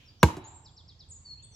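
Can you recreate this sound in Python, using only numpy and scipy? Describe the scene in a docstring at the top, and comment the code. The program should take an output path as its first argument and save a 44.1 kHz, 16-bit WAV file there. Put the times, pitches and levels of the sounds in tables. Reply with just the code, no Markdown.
"""In a wood, on a two-port microphone: a low, distant rumble and small birds calling near and far.
At 0.23 s, close in front, a wooden club strikes the back of a billhook and drives it into a log on a
block. Fibres crack, club and blade ring, the block thuds on the soil, and the trees scatter the blow.
At 0.37 s the blade ticks in the cut and the wood settles with a soft double knock.
A hollow echo rolls back from the far trees, a bird chirps four times, and other calls follow."""
import sys
import numpy as np
from scipy import signal
from scipy.fft import rfft, irfft, next_fast_len
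from scipy.io import wavfile
from scipy.ndimage import uniform_filter1d

SR = 44100
rng = np.random.default_rng(int(sys.argv[2]) if len(sys.argv) > 2 else 0)


def put_to_file(sound):
    """Save the sound as 16-bit audio at rate SR, in the file named by the first command-line argument."""
    columns = np.atleast_2d(sound).T  # one column per channel
    safe = np.clip(columns, -1, 1)
    whole_steps = np.round(safe * 32767)
    wavfile.write(sys.argv[1], SR, whole_steps.astype(np.int16))


N = 68355

# distant rumble and leaf hiss: band_hz, level_db
AIR_BANDS = [(25, -80), (45, -70), (70, -64.5), (110, -62), (170, -75), (300, -77), (600, -82),
             (950, -79.5), (1600, -87), (3000, -85.5), (5000, -87), (6800, -82.5), (9000, -102),
             (11500, -93), (15000, -114)]
# the fading echo of a far song: band_hz, level_db, t60_s
FAR_SONG_BANDS = [(1200, -100, 1), (1900, -73.5, 0.36), (2800, -63, 0.37), (3940, -75.5, 3),
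                  (5300, -75.5, .8), (8080, -88, 1.8)]
# bird calls far off, one curve each: time_s, pitch_hz, level_db
FAR_CALLS = [
    [(0, 3250, -64), (.04, 2256, -60)],
    [(1.365, 2500, -64), (1.382, 2740, -65.5), (1.398, 3370, -60.5)],
    [(1.415, 3700, -60.5), (1.433, 3420, -55.5), (1.46, 3490, -82)],
]
# bird calls near the microphone, one curve each: time_s, pitch_hz, level_db
NEAR_CALLS = [
    [(.052, 5650, -68.5), (.076, 5400, -59), (.091, 4640, -53.5), (.105, 4680, -63)],
    [(.19, 6150, -70), (.21, 5680, -54.5), (.228, 5501, -60)],
    [(.441, 7150, -54), (.452, 6635, -49.5), (.478, 7290, -50), (.53, 7486, -61.5), (.572, 7512, -50.5),
     (.6, 7470, -73)],
    [(1.087, 7520, -59), (1.098, 8224, -55.5), (1.11, 7590, -49.5), (1.122, 6600, -45.5),
     (1.132, 7200, -43.5), (1.142, 7850, -51), (1.155, 7040, -53.5), (1.17, 6690, -48)],
    [(1.245, 4580, -65.5), (1.261, 4566, -42.5), (1.276, 4428, -51), (1.31, 4331, -41.5), (1.35, 4315, -50),
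     (1.385, 4184, -62)],
    [(1.424, 6500, -57), (1.438, 7810, -50), (1.452, 8420, -45), (1.46, 8920, -72)],
    [(1.52, 6200, -58.5), (1.538, 5900, -60.5), (1.55, 5650, -50.5)],
]
# the curve of one falling chirp: offset_s, base_pitch_hz, relative_db
CHIRP_SHAPE = [(0, 4853, -8.5), (.006, 5794, -12), (0.015, 4645, 0.5), (0.023, 3836, -8), (.038, 3480, -17),
               (0.048, 3260, -9)]
# the repeats of that chirp: start_s, pitch_ratio, level_db
CHIRP_REPEATS = [(0.647, 1.02, -47.5), (.765, 1.008, -46), (0.878, .99, -47.5), (0.992, 1.005, -46)]
# the hollow roll from the far trees: band_hz, level_db, t60_s
ROLL_BANDS = [(402, -82.5, 0.5), (694, -61, 1), (960, -57.5, 1), (1170, -64.5, 0.88), (2250, -68.5, 0.78),
              (4240, -63.5, 0.56), (8150, -110, 0.38)]
# the blow's reverberation among the trees: band_hz, level_db, t60_s
FOREST_BANDS = [(35, -65, .5), (85, -42, 0.95), (170.8, -42, 0.42), (350, -43.5, 0.66), (600, -52, 0.49),
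                (800, -49.5, 0.81), (1000, -43, .6), (1500, -51, .55), (2500, -47.5, 0.51),
                (4200, -49, 0.32), (7000, -41.5, 0.26), (9000, -49, .3), (11500, -46.5, .3),
                (15000, -70, .2)]
# echoes from big trunks: delay_s, gain_db
TRUNK_ECHOES = [(.056, -19), (.072, -22), (.11, -30)]
# scatter from the ground and things close by: band_hz, level_db, t60_s
GROUND_BANDS = [(80, -60.5, .1), (200, -35, 0.2), (500, -34, .1), (1000, -32, .08), (2497, -40, .07),
                (4500, -36.5, .07), (7000, -34.5, .07), (9000, -43.5, .07), (11500, -41.5, .06),
                (15000, -56, .05)]
# the blade shifting in the cut: band_hz, level_db, t60_s
TICK_BANDS = [(304, -63, 0.059), (1490, -52, .06), (3940, -59, 0.068), (7000, -55, 0.077),
              (9200, -55, 0.12), (12100, -60, 0.068), (15000, -75, .04)]
# soft knocks as the wood settles: start_s, gain_db
KNOCK_HITS = [(.366, -10), (.374, -14.5)]
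# their dull ring: band_hz, level_db, t60_s
KNOCK_BANDS = [(30, -63.5, 0.14), (80.14, -44.5, 0.3), (170, -41.5, .14), (260, -43, 0.17),
               (370, -41, 0.078), (535.6, -33, 0.057), (690, -32, .08), (1000, -54, 0.105),
               (1600, -50, 0.11), (2480, -81, .05), (5000, -93, 0.046)]
# the hum of the settling log: pitch_hz, level_db, t60_s
SETTLE_MODES = [(302, -27.5, 0.066), (372, -30.5, 0.114)]
# jolts as the blade bites: delay_s, gain_db
BITE_JOLTS = [(0, -2), (.001, 1.5), (.003, -9.5)]
# splitting fibres: band_hz, level_db, t60_s
CRACK_BANDS = [(150, -61, 0.02), (345, -24.5, .03), (600, -21, .03), (1100, -19, .022),
               (2200, -21.5, 0.021), (3970, -25, 0.012), (6997, -25, .018), (8600, -25.5, .02),
               (11500, -21.5, .02), (15000, -39.5, 0.021)]
# club, blade and log ringing together: pitch_hz, relative_db, t60_s
STRUCK_MODES = [(154.2, -14, 0.093), (206.6, -13.5, .07), (318, -19, 0.18), (361, -29.5, .14),
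                (411.8, -23, .06), (460, -14.5, 0.073), (517.4, -23.5, 0.082), (660.4, -26, .07),
                (755, -17.5, 0.031), (843, -19.5, .1), (945, -14.5, 0.084), (1005, -14, .04),
                (1110, -22.5, 0.058), (1205, -21, 0.042), (1575, -18.5, 0.061), (1760, -24.5, .03),
                (1950, -22, .025), (2236, -13, 0.035), (2464, -27, 0.041), (2819, -26.5, .025),
                (4135, -26.5, 0.048)]
# the faint lingering ring of the steel: pitch_hz, relative_db, t60_s
STEEL_MODES = [(2930, -51.5, .55), (3896, -56.5, 1), (4120, -54.5, .4)]
# the microphone's two ports: frequency_hz, left_lead_rad, left_minus_right_db
MIC_PORTS = [(70, 0, -2.4), (200, 0, -.8), (500, .5, -1), (1000, .1, 0), (2000, .7, .7), (4000, .7, 0),
             (6500, .4, 0), (8000, 1.9, .3), (12000, 2, 1)]

BLOW_S = .2293
DIFFUSE_HZ = 660  # below this, sound from all around is much alike at both ports


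def undb(db):
    """Decibels to gain."""
    return 10 ** (np.asarray(db) / 20)


def since(start):
    """Seconds since a moment, zero before it."""
    return np.maximum(np.arange(N) / SR - start, 0)


def fade(t, rise_s, t60_s):
    """A quick rise and an exponential decay."""
    return (1 - np.exp(-t / rise_s)) * np.exp(-np.log(1000) * t / t60_s)


def lookup(table, hz):
    """The columns of a table at a frequency, joined on a log axis."""
    freqs, *columns = np.array(table, float).T
    return [np.interp(np.log(hz + 1e-3), np.log(freqs), column) for column in columns]


def filtered(x, gain):
    """Filter by a function of frequency."""
    size = next_fast_len(2 * N)
    hz = np.arange(size // 2 + 1) * SR / size
    return irfft(rfft(x, size) * gain(hz), size)[..., :N]


def wander(rate_hz):
    """A smooth random drift with a spread near 1."""
    hold = int(SR / rate_hz)
    steps = np.repeat(rng.standard_normal(N // hold + 1), hold)
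    return uniform_filter1d(steps, hold)[:N]


def noise_bands(diffuse):
    """Third-octave noises: mono, or if diffuse, a pair that grows wider toward the treble."""
    freqs = np.arange(N // 2 + 1) * SR / N + 1e-3
    for hz in 25 * 2 ** (np.arange(29) / 3):
        shape = np.cos(np.pi / 2 * np.clip(3 * np.log2(freqs / hz), -1, 1))
        spectrum = rng.standard_normal((2, len(freqs))) + 1j * rng.standard_normal((2, len(freqs)))
        noise = irfft(shape * spectrum, N)
        mid, side = noise / noise.std(axis=1, keepdims=True)
        width = hz ** 2 / (hz ** 2 + DIFFUSE_HZ ** 2)
        yield hz, (mid + np.outer([1, -1], width * side) if diffuse else mid)


def burst(table, hits, rise_s, diffuse=False):
    """Noise that swells at each hit (start_s, gain_db) and dies away band by band."""
    total = 0
    for hz, noise in noise_bands(diffuse):
        db, t60 = lookup(table, hz)
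        envelope = sum(undb(db + hit_db) * fade(since(start), rise_s, t60) for start, hit_db in hits)
        total = total + noise * envelope
    return total


def ring(modes, start, rise_s):
    """Damped modes set going by a push; successive modes swing in opposite directions."""
    t = since(start)
    return sum((-1) ** k * undb(db) * fade(t, rise_s, t60) * np.sin(2 * np.pi * hz * t)
               for k, (hz, db, t60) in enumerate(modes))


def from_front(x):
    """Sound from in front reaches the two ports with a small difference of phase and level."""
    def gain(hz):
        phase, db = lookup(MIC_PORTS, hz)
        return np.exp(np.outer([.5, -.5], 1j * phase + np.log(undb(db))))
    return filtered(x, gain)


def air(flicker_db=2.5):
    """A low, distant rumble and a faint hiss of leaves, each band flickering on its own."""
    return sum(undb(lookup(AIR_BANDS, hz)[0] + flicker_db * wander(rate_hz=8)) * noise
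               for hz, noise in noise_bands(diffuse=True))


def whistle(curve, waver):
    """One nearly pure bird note along a curve of pitch and level."""
    times, hz, db = np.array(curve, float).T
    t = since(0)
    pitch = uniform_filter1d(np.interp(t, times, hz), size=200) * waver
    sounding = (t >= times[0]) & (t <= times[-1])
    loudness = uniform_filter1d(undb(np.interp(t, times, db)) * sounding, size=130)
    return loudness * np.sin(2 * np.pi * np.cumsum(pitch) / SR)


def birds(flutter_db=1.5, wet_db=-3):
    """Small birds in the canopy; every note lingers among the trees, and the far ones are all echo."""
    waver = 1 + .003 * wander(rate_hz=250)
    flutter = undb(flutter_db * wander(rate_hz=120))
    chirps = [[(start + offset, hz * ratio, db + level) for offset, hz, db in CHIRP_SHAPE]
              for start, ratio, level in CHIRP_REPEATS]
    near = flutter * sum(whistle(curve, waver) for curve in chirps + NEAR_CALLS)
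    far = sum(whistle(curve, waver) for curve in FAR_CALLS)
    early = undb(1) * fade(since(0), rise_s=.003, t60_s=.15)
    late = fade(since(0), rise_s=.005, t60_s=.88)
    canopy = rng.standard_normal((2, N)) * (early + late)
    canopy /= np.sqrt(np.sum(canopy ** 2, axis=1, keepdims=True))
    into_trees = undb(wet_db) * near + far
    echo = signal.fftconvolve(into_trees[None], canopy, axes=1)[:, :N]
    far_song = burst(FAR_SONG_BANDS, [(0, .0069)], rise_s=.0011, diffuse=True)
    return from_front(near) + echo + far_song


def forest_tail(note_hz=894, width_hz=51, note_db=9):
    """The trees scatter the blow and roll it back late from far off; the wood's main note stands out."""
    scatter = burst(FOREST_BANDS, [(BLOW_S + .003, 0)], rise_s=.012, diffuse=True)
    roll = burst(ROLL_BANDS, [(BLOW_S + .18, 0)], rise_s=.026, diffuse=True)
    return filtered(scatter + roll, lambda hz: undb(note_db * np.exp(-((hz - note_hz) / width_hz) ** 2)))


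def trunk_echoes(hit, centre_hz=960, width_octaves=.45, port_lag_s=.000291):
    """Big trunks throw back the middle of the blow's spectrum, from alternate sides."""
    hollow = filtered(hit, lambda hz: np.exp(-.5 * (np.log2((hz + 1) / centre_hz) / width_octaves) ** 2))
    t = since(0)
    echoes = np.zeros((2, N))
    for k, (delay, db) in enumerate(TRUNK_ECHOES):
        for port, lag in enumerate([0, (-1) ** k * port_lag_s]):
            echoes[port] += undb(db) * np.interp(t - delay - lag, t, hollow)
    return echoes


def settle():
    """The blade ticks in the cut, and the settling log knocks twice and hums briefly."""
    tick = burst(TICK_BANDS, [(.3665, 0)], rise_s=.00067)
    knocks = burst(KNOCK_BANDS, KNOCK_HITS, rise_s=.0022)
    hum = ring(SETTLE_MODES, start=KNOCK_HITS[0][0], rise_s=.0096)
    return tick + knocks + hum


def block_thud(end_hz=76.5, sag_hz=302, sag_s=.0045, rise_s=.0048, length_s=.041):
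    """The block bounces: a few deep cycles, soon smothered, that sag in pitch as the soil gives way."""
    t = since(BLOW_S + .0026)
    cycles = end_hz * t + sag_hz * sag_s * (1 - np.exp(-t / sag_s))
    envelope = (1 - np.exp(-t / rise_s)) * np.exp(-2 * (t / length_s) ** 2)
    return undb(-9.5) * envelope * np.sin(2 * np.pi * cycles)


def club_blow():
    """Fibres crack in quick jolts, wood and blade ring, the block thuds a moment later."""
    jolts = [(BLOW_S + delay, db) for delay, db in BITE_JOLTS]
    crack = burst(CRACK_BANDS, jolts, rise_s=.00038)
    ringing = undb(.5) * ring(STRUCK_MODES + STEEL_MODES, start=BLOW_S + .00016, rise_s=.0006)
    return crack + ringing + block_thud()


def scene(bass_pan_db=-3.5):
    """The block in front of the microphone; echoes, air and birds all around."""
    def bass_to_right(hz):
        return undb(np.outer([.5, -.5], bass_pan_db / (1 + (hz / DIFFUSE_HZ) ** 2)))
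    hit = club_blow()
    ground = burst(GROUND_BANDS, [(BLOW_S, 0)], rise_s=.003, diffuse=True)
    around = filtered(ground + forest_tail() + trunk_echoes(hit) + air(), bass_to_right)
    return from_front(hit + settle()) + around + birds()


def record(dry, low_cut_hz=34, top_hz=16200, ceiling=.95):
    """The microphone has a narrow treble dip; the recorder thins the bass, rounds peaks, cuts the top."""
    dip_hz, dip_width_hz, dip_db = 9070, 600, -14
    thin = signal.sosfilt(signal.butter(2, low_cut_hz, "high", fs=SR, output="sos"), dry)
    dipped = filtered(thin, lambda hz: undb(dip_db * np.exp(-((hz - dip_hz) / dip_width_hz) ** 2)))
    rounded = dipped / (1 + (dipped / ceiling) ** 4) ** .25
    return signal.sosfilt(signal.ellip(8, .2, 70, top_hz, fs=SR, output="sos"), rounded)


dry = scene()
out = record(dry)
put_to_file(out)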